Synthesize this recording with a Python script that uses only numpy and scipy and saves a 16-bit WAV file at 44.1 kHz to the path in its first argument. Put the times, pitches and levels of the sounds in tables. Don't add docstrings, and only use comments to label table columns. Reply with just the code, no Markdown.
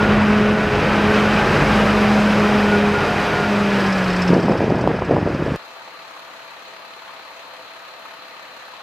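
import sys
import numpy as np
from scipy import signal
from scipy.io import wavfile

SR = 44100
rng = np.random.default_rng(int(sys.argv[2]) if len(sys.argv) > 2 else 0)


def dump_mix(stems):
    frames = np.atleast_2d(stems).T
    limited = np.clip(frames, -1, 1)
    pcm = np.round(limited * 32767).astype(np.int16)
    wavfile.write(sys.argv[1], SR, pcm)


N = 388962
T = np.arange(N) / SR
CUT_S = 5.5605

# time in seconds, firing rate in Hz, levels of the first and second orders in dB.
STRONG_ORDERS = [(0, 211, -23, -27), (.1, 208.2, -15, -26.5), (.2, 210, -15.5, -46),
                 (.31, 209.8, -15.5, -23), (.5, 210.4, -18, -22.5), (.6, 210.7, -23, -29),
                 (.75, 208.6, -29, -22.5), (.91, 207.9, -21.5, -37), (1.1, 209, -19, -19.5),
                 (1.22, 210, -18.5, -23), (1.4, 210.3, -20, -48), (1.56, 209.3, -31, -32),
                 (1.75, 209.3, -17.5, -50), (1.95, 208.2, -18.5, -24), (2.13, 209, -15, -32.5),
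                 (2.28, 208.2, -17, -40), (2.4, 208.3, -17.5, -22), (2.6, 207, -17.5, -26.5),
                 (2.75, 205.3, -18, -20.5), (2.9, 206.6, -18.5, -22), (3.02, 206.8, -32, -31.5),
                 (3.2, 207.8, -27, -34), (3.35, 205.9, -39, -28.5), (3.5, 205.8, -19, -28),
                 (3.7, 201.6, -20, -27), (3.85, 195.4, -19, -28.5), (4.0, 187.9, -20.5, -54),
                 (4.12, 182, -21, -40), (4.3, 179, -18, -41), (4.45, 179.4, -22.5, -47),
                 (4.6, 180, -36, -45)]
# time in seconds, levels of the third and fourth firing orders in dB.
WEAK_ORDERS = [(0, -42, -41), (.55, -30, -36), (.8, -46, -34), (1.05, -33, -42), (1.2, -36, -45),
               (1.33, -38, -29), (1.55, -40, -35), (1.73, -38, -32), (1.85, -31, -44), (1.97, -29, -42),
               (2.12, -33, -40), (2.3, -41, -38), (2.45, -35, -33), (2.58, -29, -33), (2.8, -44, -34),
               (3.5, -35, -47), (3.9, -34, -48), (4.3, -43, -44)]
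# time in seconds, relative level of the roar's upper three bands in dB, treble tilt in dB.
ROAR_LEVELS = [(0, -18.5, 0.5), (.5, -21, 0.5), (1.13, -18, 2.5), (1.4, -18.5, 3), (1.73, -18.5, 4.5),
               (1.95, -20.5, 5), (2.4, -20.5, 5), (2.83, -22, 4), (3.2, -21.5, 5), (4.2, -23.5, 4.5),
               (4.45, -29.5, 5), (5.1, -31, 0.5), (5.56, -32.5, 5.5)]
# time in seconds, relative levels of rumble and drone in dB.
RUMBLE_LEVELS = [(0.0, -35, -23.5), (0.24, -34, -29.5), (0.43, -45, -29.5), (0.84, -39, -28.5),
                 (1.28, -41, -32.5), (1.59, -37, -26), (1.76, -40, -27), (1.92, -41, -31.5),
                 (2.12, -48, -31), (3.61, -45, -32.5), (3.92, -40, -35), (4.21, -35, -35), (4.41, -46, -29),
                 (4.68, -42, -29.5), (4.9, -43, -30.5), (5.4, -43, -34)]
ROAR_BANDS_HZ = [48, 115, 750, 2300, 8000]
TILT_FACTORS = [0.38, 0.31, 1.36]
# frequency in Hz, relative spectral density in dB.
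ROAR_SPECTRUM = [(15, -46), (25, -21), (45, -15), (65, -10.5), (100, -8.5), (150, -2), (196, -6.5),
                 (263, -9.5), (317, -5.5), (414, -9), (473, -4), (619, -9), (1080, -11), (1420, -12),
                 (2480, -17.5), (3080, -23), (5250, -35.5), (11500, -52.5), (14900, -55.5)]
# frequency of a truck body resonance in Hz, width in Hz, level against the roar in dB.
BODY_MODES = [(1384, 470, -13), (2500, 460, -16), (4800, 1550, -24), (11070, 970, -44.5)]
# time in seconds, mesh frequency in Hz, level in dB, level of the octave in dB.
GEAR_MESH = [(0, 713, -51, -22), (.15, 728, -46, -33), (.3, 738, -44, -32), (.7, 740, -40, -36),
             (1.0, 767.4, -46.5, -36), (1.3, 781, -39, -42), (1.42, 793, -33, -29), (1.6, 793, -39, -40),
             (1.78, 795, -25, -28), (1.9, 780, -37, -47), (2.05, 773.6, -31, -46), (2.16, 771.5, -29, -45),
             (2.28, 762, -39, -29.5), (2.5, 752, -50, -53), (2.74, 722, -43, -25), (2.86, 711, -25, -40),
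             (2.98, 716, -49, -30), (3.1, 715.6, -27, -38), (3.22, 722.4, -36, -39), (3.34, 722, -36, -27),
             (3.46, 702, -28, -31), (3.56, 694.4, -58, -55), (3.7, 690, -63, -70)]
# time in seconds, level of the ringing heard from behind in dB.
TAIL_RING = [(3.5, -53), (3.8, -31), (4.1, -35), (4.4, -40), (5.0, -45), (5.56, -40)]
# time in seconds, frequency in Hz, level in dB, level of the octave in dB.
THROB = [(0.05, 46.34, -35, -31), (0.56, 46.5, -39, -39), (0.79, 46.6, -32, -29), (0.81, 46.8, -46, -39),
         (0.9, 46.7, -31, -33), (1.03, 47.9, -42, -39), (1.07, 47.9, -28, -25), (1.15, 47.9, -40, -46),
         (1.19, 47.67, -36, -35), (1.79, 48.1, -28, -29), (2.1, 47.75, -36, -32), (2.7, 44.83, -38, -36.5),
         (3.1, 45.14, -39, -34.5), (3.5, 45.1, -43, -38)]
# start of a knock of the loose part in seconds, relative level in dB.
RATTLE_KNOCKS = [(3.8005, -28), (3.8594, -26), (3.8976, -33), (3.9223, -27), (3.9508, -34), (3.979, -28),
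                 (4.0397, -26), (4.0747, -26), (4.1005, -27), (4.1279, -30), (4.16, -26), (4.2175, -22),
                 (4.2756, -24), (4.3362, -28), (4.3682, -37), (4.3957, -31), (4.4247, -32), (4.4531, -30),
                 (4.4865, -37), (4.5157, -36), (4.574, -32), (4.6387, -35), (4.6941, -37), (4.7524, -38),
                 (4.7814, -38), (4.8093, -32), (4.8742, -41), (4.9305, -47), (4.9605, -41), (4.9904, -39),
                 (5.0458, -36), (5.1066, -41), (5.1386, -39), (5.1615, -39), (5.1949, -40), (5.2827, -38),
                 (5.3401, -40), (5.3965, -48), (5.4558, -37)]
# frequency in Hz, width in Hz, relative level in dB.
RATTLE_MODES = [(4700, 670, 2.5), (5160, 360, 6.5), (5600, 410, -2), (6050, 430, -18), (7750, 990, -10.5)]
# time in seconds, relative level of the wind in dB.
GUST = [(4.28, -19), (4.332, -10.5), (4.428, -17.5), (4.46, -11.5), (4.476, -19), (4.492, -11),
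        (4.582, -19), (4.628, -11), (4.66, -18), (4.722, -15), (4.738, -16.5), (4.832, -16.5), (4.878, -17),
        (4.892, -15), (4.946, -16), (4.97, -31), (5.01, -33), (5.024, -15), (5.042, -29), (5.084, -28),
        (5.11, -10), (5.182, -13), (5.202, -25), (5.23, -15), (5.248, -29), (5.266, -14), (5.316, -21),
        (5.352, -20), (5.38, -27), (5.394, -19.5), (5.424, -18), (5.438, -24.5), (5.48, -15), (5.502, -18),
        (5.52, -24), (5.56, -20)]
# frequency in Hz, relative spectral density in dB.
WIND_SPECTRUM = [(24, -48), (40, -20), (97, 2.5), (177, 7), (558, -0.5), (1200, -11.5), (1670, -21),
                 (2000, -6), (2600, -56), (4400, -120)]
# time in seconds, relative level in dB, nominal frequency in Hz (higher is briefer).
STRONG_EDDIES = [(4.2928, -11, 553), (4.3057, -4.5, 254), (4.3274, -9, 282.4), (4.3335, -4.5, 325.5),
                 (4.3488, -9, 341), (4.3662, -5, 330), (4.3699, -7, 330), (4.381, -9, 348),
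                 (4.428, -20, 480), (4.4414, -11, 291), (4.459, -7, 150), (4.484, -5.5, 533),
                 (4.498, -6, 272.8), (4.5225, -9, 448), (4.555, -10, 560), (4.6076, -5, 400),
                 (4.6183, -9.5, 267), (4.6295, -17, 292), (4.6427, -8, 384), (4.6812, -7, 252),
                 (4.6992, -16, 330), (4.7067, -5.5, 420), (4.7236, -4.5, 232), (4.7406, -12, 517),
                 (4.7495, -13, 520), (4.7931, -9, 520), (4.8205, -20, 506), (4.8416, -9, 480),
                 (4.8758, 0, 546), (4.8986, -11, 530), (4.9887, -18, 640), (4.9901, -16, 640),
                 (5.0125, -20, 400), (5.0224, -9, 517), (5.0967, -12, 395), (5.1056, -15, 378),
                 (5.1117, -2, 370), (5.119, -15, 322), (5.1263, -10, 320), (5.1532, -17, 353),
                 (5.1615, -15, 400), (5.1678, -5, 560), (5.1829, -15, 173), (5.2297, -9, 150),
                 (5.2594, -8, 155), (5.2656, -11, 303), (5.276, -6.5, 354), (5.3503, -11, 150),
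                 (5.3991, -14, 206), (5.4247, -11.5, 224), (5.4839, -17, 450), (5.522, -8, 150)]
# frequency in Hz, relative spectral density in dB.
IDLE_SPECTRUM = [(24, -66), (45, -42), (62, -27), (120, -23), (156, -15), (190, -15), (476, -7),
                 (513, -3.5), (657, -3.5), (782, 0.5), (1160, 0), (3630, -9), (4110, -8), (5670, -35),
                 (12800, -26.5), (14900, -36)]
KNOCK_BANDS_HZ = [1100, 2200, 4000, 8000]
# relative knock strengths of the six cylinders in dB, in one of those bands.
CYLINDER_DB = [(-8, 1, -12, 1, -9, 1), (-2, -9, -2, -3, -2, -2), (-4, -12, 0, -1, 0, -3),
               (-2, 0, -9, 0, -1, -2)]
# time of a midrange swell of the idle in seconds, rise in dB, half width in seconds.
SURGES = [(7.09, 3.5, 0.033), (8.06, 7, 0.01)]
# frequency of a block or panel resonance in Hz, width in Hz, level in dB.
BLOCK_MODES = [(522, 59, -60.5), (657, 79, -62), (900, 47, -52.5), (1172, 67, -55), (1242, 90, -50.5),
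               (1800, 54, -57), (2430, 60, -59), (2620, 70, -55), (3970, 110, -63), (4175, 430, -50),
               (6270, 2300, -58), (12600, 2100, -66)]
# frequency of a belt-driven part in Hz, level in dB.
BELT_HUMS = [(511.4, -58), (581.4, -62.5), (654, -61), (663, -55), (683, -62), (1168, -59), (2417, -68),
             (2595, -73)]
# multiple of half the firing rate, level in dB.
CRANK_ORDERS = [(4, -81), (5, -81), (6, -80), (7, -80), (8, -77), (10, -78), (11, -75), (12, -73),
                (16, -73), (17, -74), (18, -73)]
# frequency in Hz, correlation of left and right.
COHERENCE = [(60, 0.99), (180, 1), (540, 0.83), (1610, 0.3), (4830, 0.086), (14400, 0.06)]
# frequency in Hz, left level minus right level in dB.
BALANCE = [(60, 0.0), (180, 0), (540, 2), (1610, 3.5), (4830, 0.5), (14400, -0.5)]


def exhaust(waver=0.002, gone_s=4.62, fade_s=0.046):
    hz, first_db, second_db = in_time(STRONG_ORDERS)
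    hz = hz * (1 + waver * drift(10.3))
    orders = tone(hz, first_db) + tone(2 * hz, second_db)
    for order, db in enumerate(in_time(WEAK_ORDERS), 3):
        orders += tone(order * hz, db + 1.5 * drift(6))
    return orders * np.clip((gone_s - T) / fade_s, 0, 1)


def roar(n, shared_db=0.42, own_db=0.86, level_db=-19):
    db, tilt_db = np.array(in_time(ROAR_LEVELS))[:, :n]
    levels = np.vstack([np.array(in_time(RUMBLE_LEVELS))[:, :n], db + np.outer(TILT_FACTORS, tilt_db)])
    swing_db = levels - levels[:, T[:n] < 4].mean(axis=1, keepdims=True)
    together = drift(8.9)[:n]

    def gain(hz):
        index = np.arange(len(levels))
        place = np.interp(np.log(hz), np.log(ROAR_BANDS_HZ), index)
        weights = np.clip(1 - np.abs(place - index), 0, 1)
        return amp(weights @ swing_db + shared_db * together + own_db * drift(18)[:n])

    out = rms_one(sum(x * amp(at_hz(ROAR_SPECTRUM, hz)) * gain(hz) for hz, x in bands((n,))))
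    for hz, width, mode_db in BODY_MODES:
        out += amp(mode_db) * rms_one(resonance(rng.standard_normal(n), hz, width)) * gain(hz)
    return out * amp(level_db)


def gear_whine(fade_s=0.2):
    hz, db, octave_db = in_time(GEAR_MESH)
    hz = hz * (1 + 0.0032 * drift(12.7))
    mesh = tone(hz, db + 0.91 * drift(17)) + tone(2 * hz, octave_db + 3.3 * drift(13))
    return mesh * np.clip((GEAR_MESH[-1][0] - T) / fade_s, 0, 1)


def throb(fade_s=0.24, swing_db=0.5):
    hz, db, octave_db = in_time(THROB)
    hz = hz * (1 + 0.0104 * drift(4.4))
    both = tone(hz, db + swing_db * drift(5)) + tone(2 * hz, octave_db + swing_db * drift(5.5))
    return both * np.clip((THROB[-1][0] + fade_s - T) / fade_s, 0, 1)


def tail_ring(hz=1674, width_hz=110):
    return rms_one(resonance(rng.standard_normal(N), hz, width_hz)) * amp(in_time(TAIL_RING)[0])


def rattle(gain_db=7, spread_db=2, rise_s=0.002, t60_s=0.06):
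    starts, db = np.transpose(RATTLE_KNOCKS)
    rise, decay = np.exp(-1 / (rise_s * SR)), amp(-60 / (t60_s * SR))
    scatter_db = spread_db * rng.standard_normal((len(starts), len(RATTLE_MODES)))
    white, out = rng.standard_normal(N), 0
    for k, (hz, width, mode_db) in enumerate(RATTLE_MODES):
        knocks = np.zeros(N)
        knocks[(starts * SR).astype(int)] = amp(db + gain_db + mode_db + scatter_db[:, k])
        envelope = signal.lfilter([1 - rise], np.convolve([1, -rise], [1, -decay]), knocks + 1e-18)
        out += resonance(envelope * white, hz, width)
    return out


def wind(n, lumpy_db=2.5, bed_db=-4.5):
    gust_db = in_time(GUST)[0]
    lumps = amp(lumpy_db * drift(74)[:n])
    noise = sum(x * amp(at_hz(WIND_SPECTRUM, hz)) for hz, x in bands((n,), top_hz=1800))
    onset = np.clip((T[:n] - GUST[0][0]) / 0.022, 0, 1)
    return rms_one(noise * lumps) * amp(gust_db[:n] + bed_db) * onset + eddies(n, gust_db)


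def eddies(n, gust_db, per_s=26, suction=0.8, shortness=5.9, gain_db=2):
    chance = rng.random((120, 3))
    times = GUST[0][0] + 0.037 - np.cumsum(np.log(chance[:, 0])) / per_s
    levels = gust_db[np.minimum(times * SR, n).astype(int)] + 2.5 - 8 * chance[:, 1]
    small_eddies = np.c_[times, levels, 160 + 260 * chance[:, 2]][times < CUT_S]
    pressure, first = np.zeros(n), 4 * SR
    for s, db, hz in [*STRONG_EDDIES, *small_eddies]:
        u = (T[first:n] - s) * hz * shortness
        pressure[first:] += amp(db + gain_db) * (np.exp(-u ** 2) - suction * np.exp(-(u + 2) ** 2))
    leaked = low_cut(pressure + 1e-18, hz=130)
    return low_cut(leaked, hz=70)


def idle(n, firing_hz=34.97, first_s=5.563, spread_db=1.5, t60_s=0.055, noise_db=-39.5, looped_share=0.53):
    firings = np.maximum((T[-n:] - first_s) * firing_hz + 0.033 * drift(1.5)[-n:], 0)
    count = firings.astype(int)
    strength = amp(spread_db * rng.standard_normal(count[-1] + 1)[count])
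    knock = strength * amp(-60 * (firings % 1) / firing_hz / t60_s)
    lumps_db = 0.07 * drift(22)[-n:]
    surge_db = sum(db * np.exp(-((T[-n:] - s) / width) ** 2) for s, db, width in SURGES)

    def envelope(hz):
        depth = at_hz([(1500, 0.85), (3750, 0.75)], hz)
        cylinders = amp([np.interp(hz, KNOCK_BANDS_HZ, column) for column in np.transpose(CYLINDER_DB)])
        pulses = rms_one(1 + depth * cylinders[count % 6] * knock)
        surge_share = np.exp(-(np.log2(hz / 1170) / 0.35) ** 2)
        return pulses * amp(0.9 * drift(6.9)[-n:] + lumps_db + surge_db * surge_share)

    noise = sum(stereo(x, hz) * amp(at_hz(IDLE_SPECTRUM, hz)) * envelope(hz) for hz, x in bands((2, n)))
    out = rms_one(noise) * amp(noise_db)
    cycle = rng.standard_normal((2, round(6 * SR / firing_hz)))
    looped = np.tile(cycle, (1, count[-1] // 6 + 2))[:, :n]
    contacts = np.sqrt(looped_share) * looped + np.sqrt(1 - looped_share) * rng.standard_normal((2, n))
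    for hz, width, db in BLOCK_MODES:
        out += amp(db) * stereo(rms_one(resonance(contacts * envelope(hz), hz, width)), hz)
    return out + belt_hums(n) + crank_tones(firings)


def belt_hums(n):
    out = 0
    for hz, db in BELT_HUMS:
        hum = tone(hz * (1 + 0.00138 * drift(4.06)), db + 2.3 * drift(19))
        out += hum[-n:] * pan(hz)
    return out


def crank_tones(firings):
    return sum(np.sqrt(2) * amp(db) * np.sin(np.pi * order * firings + 2 * np.pi * rng.random())
               for order, db in CRANK_ORDERS)


def amp(db):
    return 10 ** (np.asarray(db) / 20)


def rms_one(x):
    return x / np.sqrt(np.mean(x ** 2) + 1e-20)


def in_time(rows):
    times, *columns = np.transpose(rows)
    return [np.interp(T, times, column) for column in columns]


def at_hz(points, hz):
    frequencies, values = np.transpose(points)
    return np.interp(np.log(hz), np.log(frequencies), values)


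def drift(hz):
    r = np.exp(-80 * np.pi * hz / SR)
    slow = signal.lfilter([1], [1, -2 * r, r * r], rng.standard_normal(N // 40 + 2002))[2000:]
    return np.interp(np.arange(N) / 40, np.arange(len(slow)), rms_one(slow))


def tone(hz, level_db):
    return np.sqrt(2) * amp(level_db) * np.sin(2 * np.pi * (np.cumsum(hz) / SR + rng.random()))


def resonance(x, hz, width_hz):
    r = np.exp(-np.pi * width_hz / SR)
    b = np.array([1, 0, -1]) * (1 - r * r) / 2
    a = [1, -2 * r * np.cos(2 * np.pi * hz / SR), r * r]
    return signal.lfilter(b, a, signal.lfilter(b, a, x))


def low_cut(x, hz, order=1):
    return signal.sosfilt(signal.butter(order, hz, "high", fs=SR, output="sos"), x)


def bands(shape, top_hz=16000):
    white, edges = rng.standard_normal((2, *shape)), np.geomspace(24, 16000, 29)
    for k, (low, high) in enumerate(zip(edges, edges[1:])):
        if low < top_hz:
            band = signal.butter(2, [low, high], "band", fs=SR, output="sos")
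            yield np.sqrt(low * high), signal.sosfilt(band, white[k % 2])


def pan(hz):
    return amp(at_hz(BALANCE, hz) * np.array([[0.5], [-0.5]]))


def stereo(noise, hz):
    alike = at_hz(COHERENCE, hz)
    mid, side = np.sqrt(1 + alike) * noise[0], np.sqrt(1 - alike) * noise[1]
    return np.array([mid + side, mid - side]) * pan(hz) / np.sqrt(2)


def scene():
    cut = round(CUT_S * SR)
    passing = (exhaust() + throb() + gear_whine() + tail_ring() + rattle())[:cut] + roar(cut) + wind(cut)
    left, right = idle(N - cut)
    return np.hstack([np.tile(passing, (2, 1)), [np.roll(left, 2), right]])


def record(dry, top_hz=15000):
    clipped = np.clip(low_cut(dry, hz=36, order=2), -1, 1)
    return signal.sosfilt(signal.ellip(12, 0.5, 75, top_hz, fs=SR, output="sos"), clipped)


dry = scene()
out = record(dry)
dump_mix(out)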